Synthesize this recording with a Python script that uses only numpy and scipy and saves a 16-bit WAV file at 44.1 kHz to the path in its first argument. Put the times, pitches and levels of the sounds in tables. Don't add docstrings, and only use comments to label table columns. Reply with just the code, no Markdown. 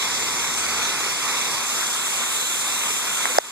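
import sys
import numpy as np
from scipy import signal
from scipy.fft import rfft, irfft, next_fast_len
from scipy.io import wavfile
from scipy.ndimage import uniform_filter1d, map_coordinates

SR = 44100
rng = np.random.default_rng(int(sys.argv[2]) if len(sys.argv) > 2 else 0)


def generate_wav(signal):
    frames = np.transpose(np.atleast_2d(signal))
    scaled = np.clip(frames, -1, 1) * 32767
    pcm = np.round(scaled).astype(np.int16)
    wavfile.write(sys.argv[1], SR, pcm)


N = 154791
TOP_HZ = 14000


def amp(db):
    return 10 ** (np.asarray(db) / 20)


def unit(x):
    return x / np.sqrt(np.mean(x ** 2) + 1e-20)


def along(points, hz):
    f, v = np.transpose(points)
    return np.interp(np.log(hz + 1), np.log(f + 1), v)


def curves(rows):
    t_s, *cols = np.transpose(rows)
    return [np.interp(np.arange(N) / SR, t_s, c) for c in cols]


def wobble(knots_per_s):
    knots = rng.standard_normal(1024)
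    return map_coordinates(knots, [np.arange(N) * knots_per_s / SR], mode="mirror")


def filtered(x, response):
    m = next_fast_len(N + SR // 2)
    return irfft(rfft(x, m) * response(np.fft.rfftfreq(m, 1 / SR)), m)[..., :N]


def low_cut(x, hz):
    sos = signal.butter(2, hz / (SR / 2), "highpass", output="sos")
    return signal.sosfilt(sos, x)


def at_ports(pair, spectrum):
    # f/Hz, coherence
    coherence = [(60, -0.47), (150, 0.081), (300, 0.7), (600, 0.65), (1200, 1), (1700, 0.91), (2300, 0.3),
                 (2950, 0.56), (3800, -0.33), (14000, 0.16)]
    # f/Hz, level/dB
    right_lean = [(60, 1), (200, 3.5), (500, 1), (1000, 3), (1600, -2), (2200, 10), (3700, 3), (4600, 2.5),
                  (7000, -0.2), (12000, 0.5)]

    def mid_side_gains(hz):
        angle = np.arccos(np.clip(along(coherence, hz), -1, 1)) / 2
        return amp(along(spectrum, hz)) * [np.cos(angle), np.sin(angle)]

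    def left_right_gains(hz):
        angle = np.arctan(amp(along(right_lean, hz)))
        return np.array([np.cos(angle), np.sin(angle)])

    mid, side = filtered(pair, mid_side_gains)
    return unit(filtered(np.array([mid + side, mid - side]), left_right_gains))


def rush(spectrum, patchy_db):
    z = signal.stft(rng.standard_normal((2, N)), nperseg=512)[2]
    field = rng.standard_normal(z.shape[1:])
    field = uniform_filter1d(field, size=6, axis=0)
    field = uniform_filter1d(field, size=16, axis=1)
    patchy = signal.istft(z * amp(patchy_db * unit(field)), nperseg=512)[1][:, :N]
    return at_ports(patchy, spectrum)


def wandering_band(x, centre_rows, gain_db, octaves):
    hz, t, z = signal.stft(x, SR, nperseg=1024)
    centre_hz = np.interp(t, *np.transpose(centre_rows))
    away = np.log2((hz[:, None] + 1) / centre_hz) / octaves
    lifted = z * amp(gain_db * np.exp(-away ** 2))
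    return unit(signal.istft(lifted, nperseg=1024)[1][:, :N])


def engine():
    # t/s, f/Hz, level/dB
    firing_rows = [(0, 82.6, -71), (.15, 82.7, -54), (.5, 84.6, -53.5), (.8, 85.4, -50.5),
                   (1.05, 87.6, -62), (1.3, 86.8, -66), (3.4, 87, -78)]
    drone_hz, drone_db = 241, -56.5
    hz, level_db = curves(firing_rows)

    def tone(f):
        return np.sqrt(2) * np.sin(2 * np.pi * np.cumsum(f) / SR)

    firing = amp(level_db + 1.1 * wobble(9.1)) * tone(hz + 0.45 * wobble(10.03))
    drone = amp(drone_db + 3.2 * wobble(3.83)) * tone(drone_hz + 4 * wobble(15))
    return firing * np.array([[.55], [1.4]]) + drone


def rumble():
    # f/Hz, relative level/dB
    rumble_spectrum = [(25, -18), (55, -8), (85, -11), (120, 0), (240, 1), (330, -2.5), (600, -12),
                       (1500, -42)]
    start_db, fade_db_per_s = -45, 1
    level_db = start_db - fade_db_per_s * np.arange(N) / SR + 1.2 * wobble(4.6)
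    return amp(level_db) * rush(rumble_spectrum, patchy_db=0.5)


def drops():
    drops_per_s, level_db, low_hz = 500, -46, 251
    median_hz, spread, decay_cycles = 1870, 0.5, 2.3
    when, size, pitch = rng.random((int(drops_per_s * N / SR), 3)).T
    log_odds = np.log(pitch / (1 - pitch))
    hz = np.clip(median_hz * np.exp(spread * log_odds / 2), 300, TOP_HZ)
    t = np.arange(SR // 200) / SR
    cycles = hz[:, None] * t
    strength = amp(-3 * np.log(size + 0.001))[:, None]
    rings = strength * np.sin(2 * np.pi * cycles) * np.exp(-2 * cycles / decay_cycles)
    where = (when * N).astype(int)[:, None] + np.arange(len(t))
    patter = np.bincount(where.ravel(), rings.ravel(), N)[:N]
    return amp(level_db) * unit(low_cut(patter, low_hz)) * np.array([[.7], [1.2]])


def splash():
    # t/s, level/dB
    level_rows = [(0.0, -32.5), (0.1, -32.5), (0.54, -33), (0.75, -31), (1.23, -33), (1.3, -30.5),
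                  (1.82, -33.5), (2.64, -34.5), (2.88, -32.5), (2.89, -34.5), (3.17, -32.5), (3.22, -33)]
    # t/s, f/Hz
    band_rows = [(0.25, 940), (0.58, 1180), (0.78, 1460), (1.001, 1340), (1.3, 1090), (1.55, 1100),
                 (1.95, 1266), (2.599, 1310), (2.86, 1040), (3.05, 1380), (3.4, 1330)]
    # f/Hz, relative level/dB
    splash_spectrum = [(40, -60), (100, -23.5), (250, -10.5), (450, -3.5), (620, -6.5), (800, -3.5),
                       (1000, -1.1), (1350, -3), (1800, -7), (2200, 0), (2800, -1), (5000, -22)]
    offset_db = 3
    level_db, = curves(level_rows)
    water = rush(splash_spectrum, patchy_db=0.83)
    water = wandering_band(water, band_rows, gain_db=2.5, octaves=0.27)
    return amp(level_db + offset_db + 0.58 * wobble(12) + 0.75 * wobble(110)) * water


def bumps():
    # t/s, level/dB, ring f/Hz, ring t60/s, snap relative level/dB
    knocks = [(3.2541, -0.5, 1130, 0.0048, -30), (3.297, -35, 497, 0.098, -35),
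              (3.3843, 17, 660, 0.0075, -16)]
    rise_s, left_lag_s, left_gain_db, low_hz = 0.0009, .0004, 6, 470
    overtone_ratio, overtone_db, overtone_t60_s = 1.75, -3, 0.0045
    snap_hz, snap_t60_s, crack_corner_hz, crack_db = 5000, 0.0055, 7000, 6
    out = np.zeros((2, N))
    for start_s, level_db, ring_hz, ring_t60_s, snap_db in knocks:
        t = np.maximum(np.arange(N) / SR - start_s - np.array([[left_lag_s], [0]]), 0)

        def mode(hz, t60_s):
            return np.sin(2 * np.pi * hz * t) * amp(-60 * t / t60_s)

        overtone = amp(overtone_db) * mode(ring_hz * overtone_ratio, overtone_t60_s)
        ring = mode(ring_hz, ring_t60_s) + overtone
        rise = 1 - np.exp(-(t / rise_s) ** 2)
        crack = filtered(rng.standard_normal(N), lambda hz: 1 / (1 + (hz / crack_corner_hz) ** 4))
        crack = amp(crack_db) * crack * (t > 0) * amp(-60 * t / snap_t60_s)
        snap = mode(snap_hz, snap_t60_s) + crack
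        out += amp(level_db) * (amp(snap_db) * snap - 2 * rise * ring)
    return low_cut(out, low_hz) * amp([[left_gain_db], [0]])


def jet():
    # t/s, level/dB
    level_rows = [(0.0, -28.5), (0.87, -28), (0.94, -28.5), (2.66, -27), (3.1, -27.5)]
    # f/Hz, relative level/dB
    ahead_spectrum = [(100, -60), (800, -39), (1700, -9.5), (2150, 1), (2750, -6), (3400, 3.5),
                      (4300, -1.5), (5300, 0.5), (6500, 1.5), (7800, 1), (9000, -4), (10200, -8),
                      (11800, -13), (14000, -13.5)]
    # f/Hz, relative level/dB
    up_spectrum = [(100, -60), (800, -32), (1700, -14.5), (2200, -9), (2900, -1.5), (3650, 1), (4500, -7),
                   (5600, -5), (6600, -0.5), (7500, 2), (8900, -3.5), (10400, -9), (11800, -12),
                   (14000, -11.5)]
    offset_db, tilt_start_s, tilt_end_s = 3.5, 1, 2.5
    level_db, = curves(level_rows)
    fade_angle, = curves([(tilt_start_s, 0), (tilt_end_s, np.pi / 2)])
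    ahead = np.cos(fade_angle) * rush(ahead_spectrum, patchy_db=2.0)
    up = np.sin(fade_angle) * rush(up_spectrum, patchy_db=1.56)
    return amp(level_db + offset_db + 0.31 * wobble(17) + 0.65 * wobble(90)) * (ahead + up)


def scene():
    return engine() + rumble() + drops() + splash() + bumps() + jet()


def widen(x):
    # f/Hz, share of the other port
    crossfeed = [(400, 0.13), (800, 0.61), (1300, 0.4), (3300, 1), (4400, 0.74), (6000, 0.15),
                 (10000, 0.22), (13000, 0.28)]
    inverse_delay_hz = 2941.5

    def share(hz):
        return np.clip(along(crossfeed, hz), 0, 1)

    other = filtered(x[::-1], lambda hz: share(hz) * np.exp(-2j * np.pi * hz / inverse_delay_hz))
    return filtered(x - other, lambda hz: 1 / np.hypot(1, share(hz)))


def empty_common_band(x):
    centre_hz, half_width_hz = 2941.5, 145
    common = filtered(x.mean(axis=0), lambda hz: np.exp(-((hz - centre_hz) / half_width_hz) ** 4))
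    return x - common


def gain_control(x):
    limit_db, release_db_per_s, attack_s, look_ahead_s = 2, 10, 0.0004, 0.0012
    level_db = 20 * np.log10(np.abs(x).max(axis=0) + 1e-9)
    over_db = np.maximum(level_db - limit_db, 0)
    t = np.arange(N) / SR
    recovery_db = release_db_per_s * t
    duck_db = np.maximum.accumulate(over_db + recovery_db) - recovery_db
    early_db = np.interp(t + look_ahead_s, t, duck_db)
    keep = np.exp(-1 / (attack_s * SR))
    return x * amp(-signal.lfilter([1 - keep], [1, -keep], early_db))


def record(dry):
    wide = empty_common_band(widen(dry))
    clipped = np.clip(gain_control(wide), -1, 1)
    return filtered(low_cut(clipped, 60), lambda hz: hz < TOP_HZ)


dry = scene()
out = record(dry)
generate_wav(out)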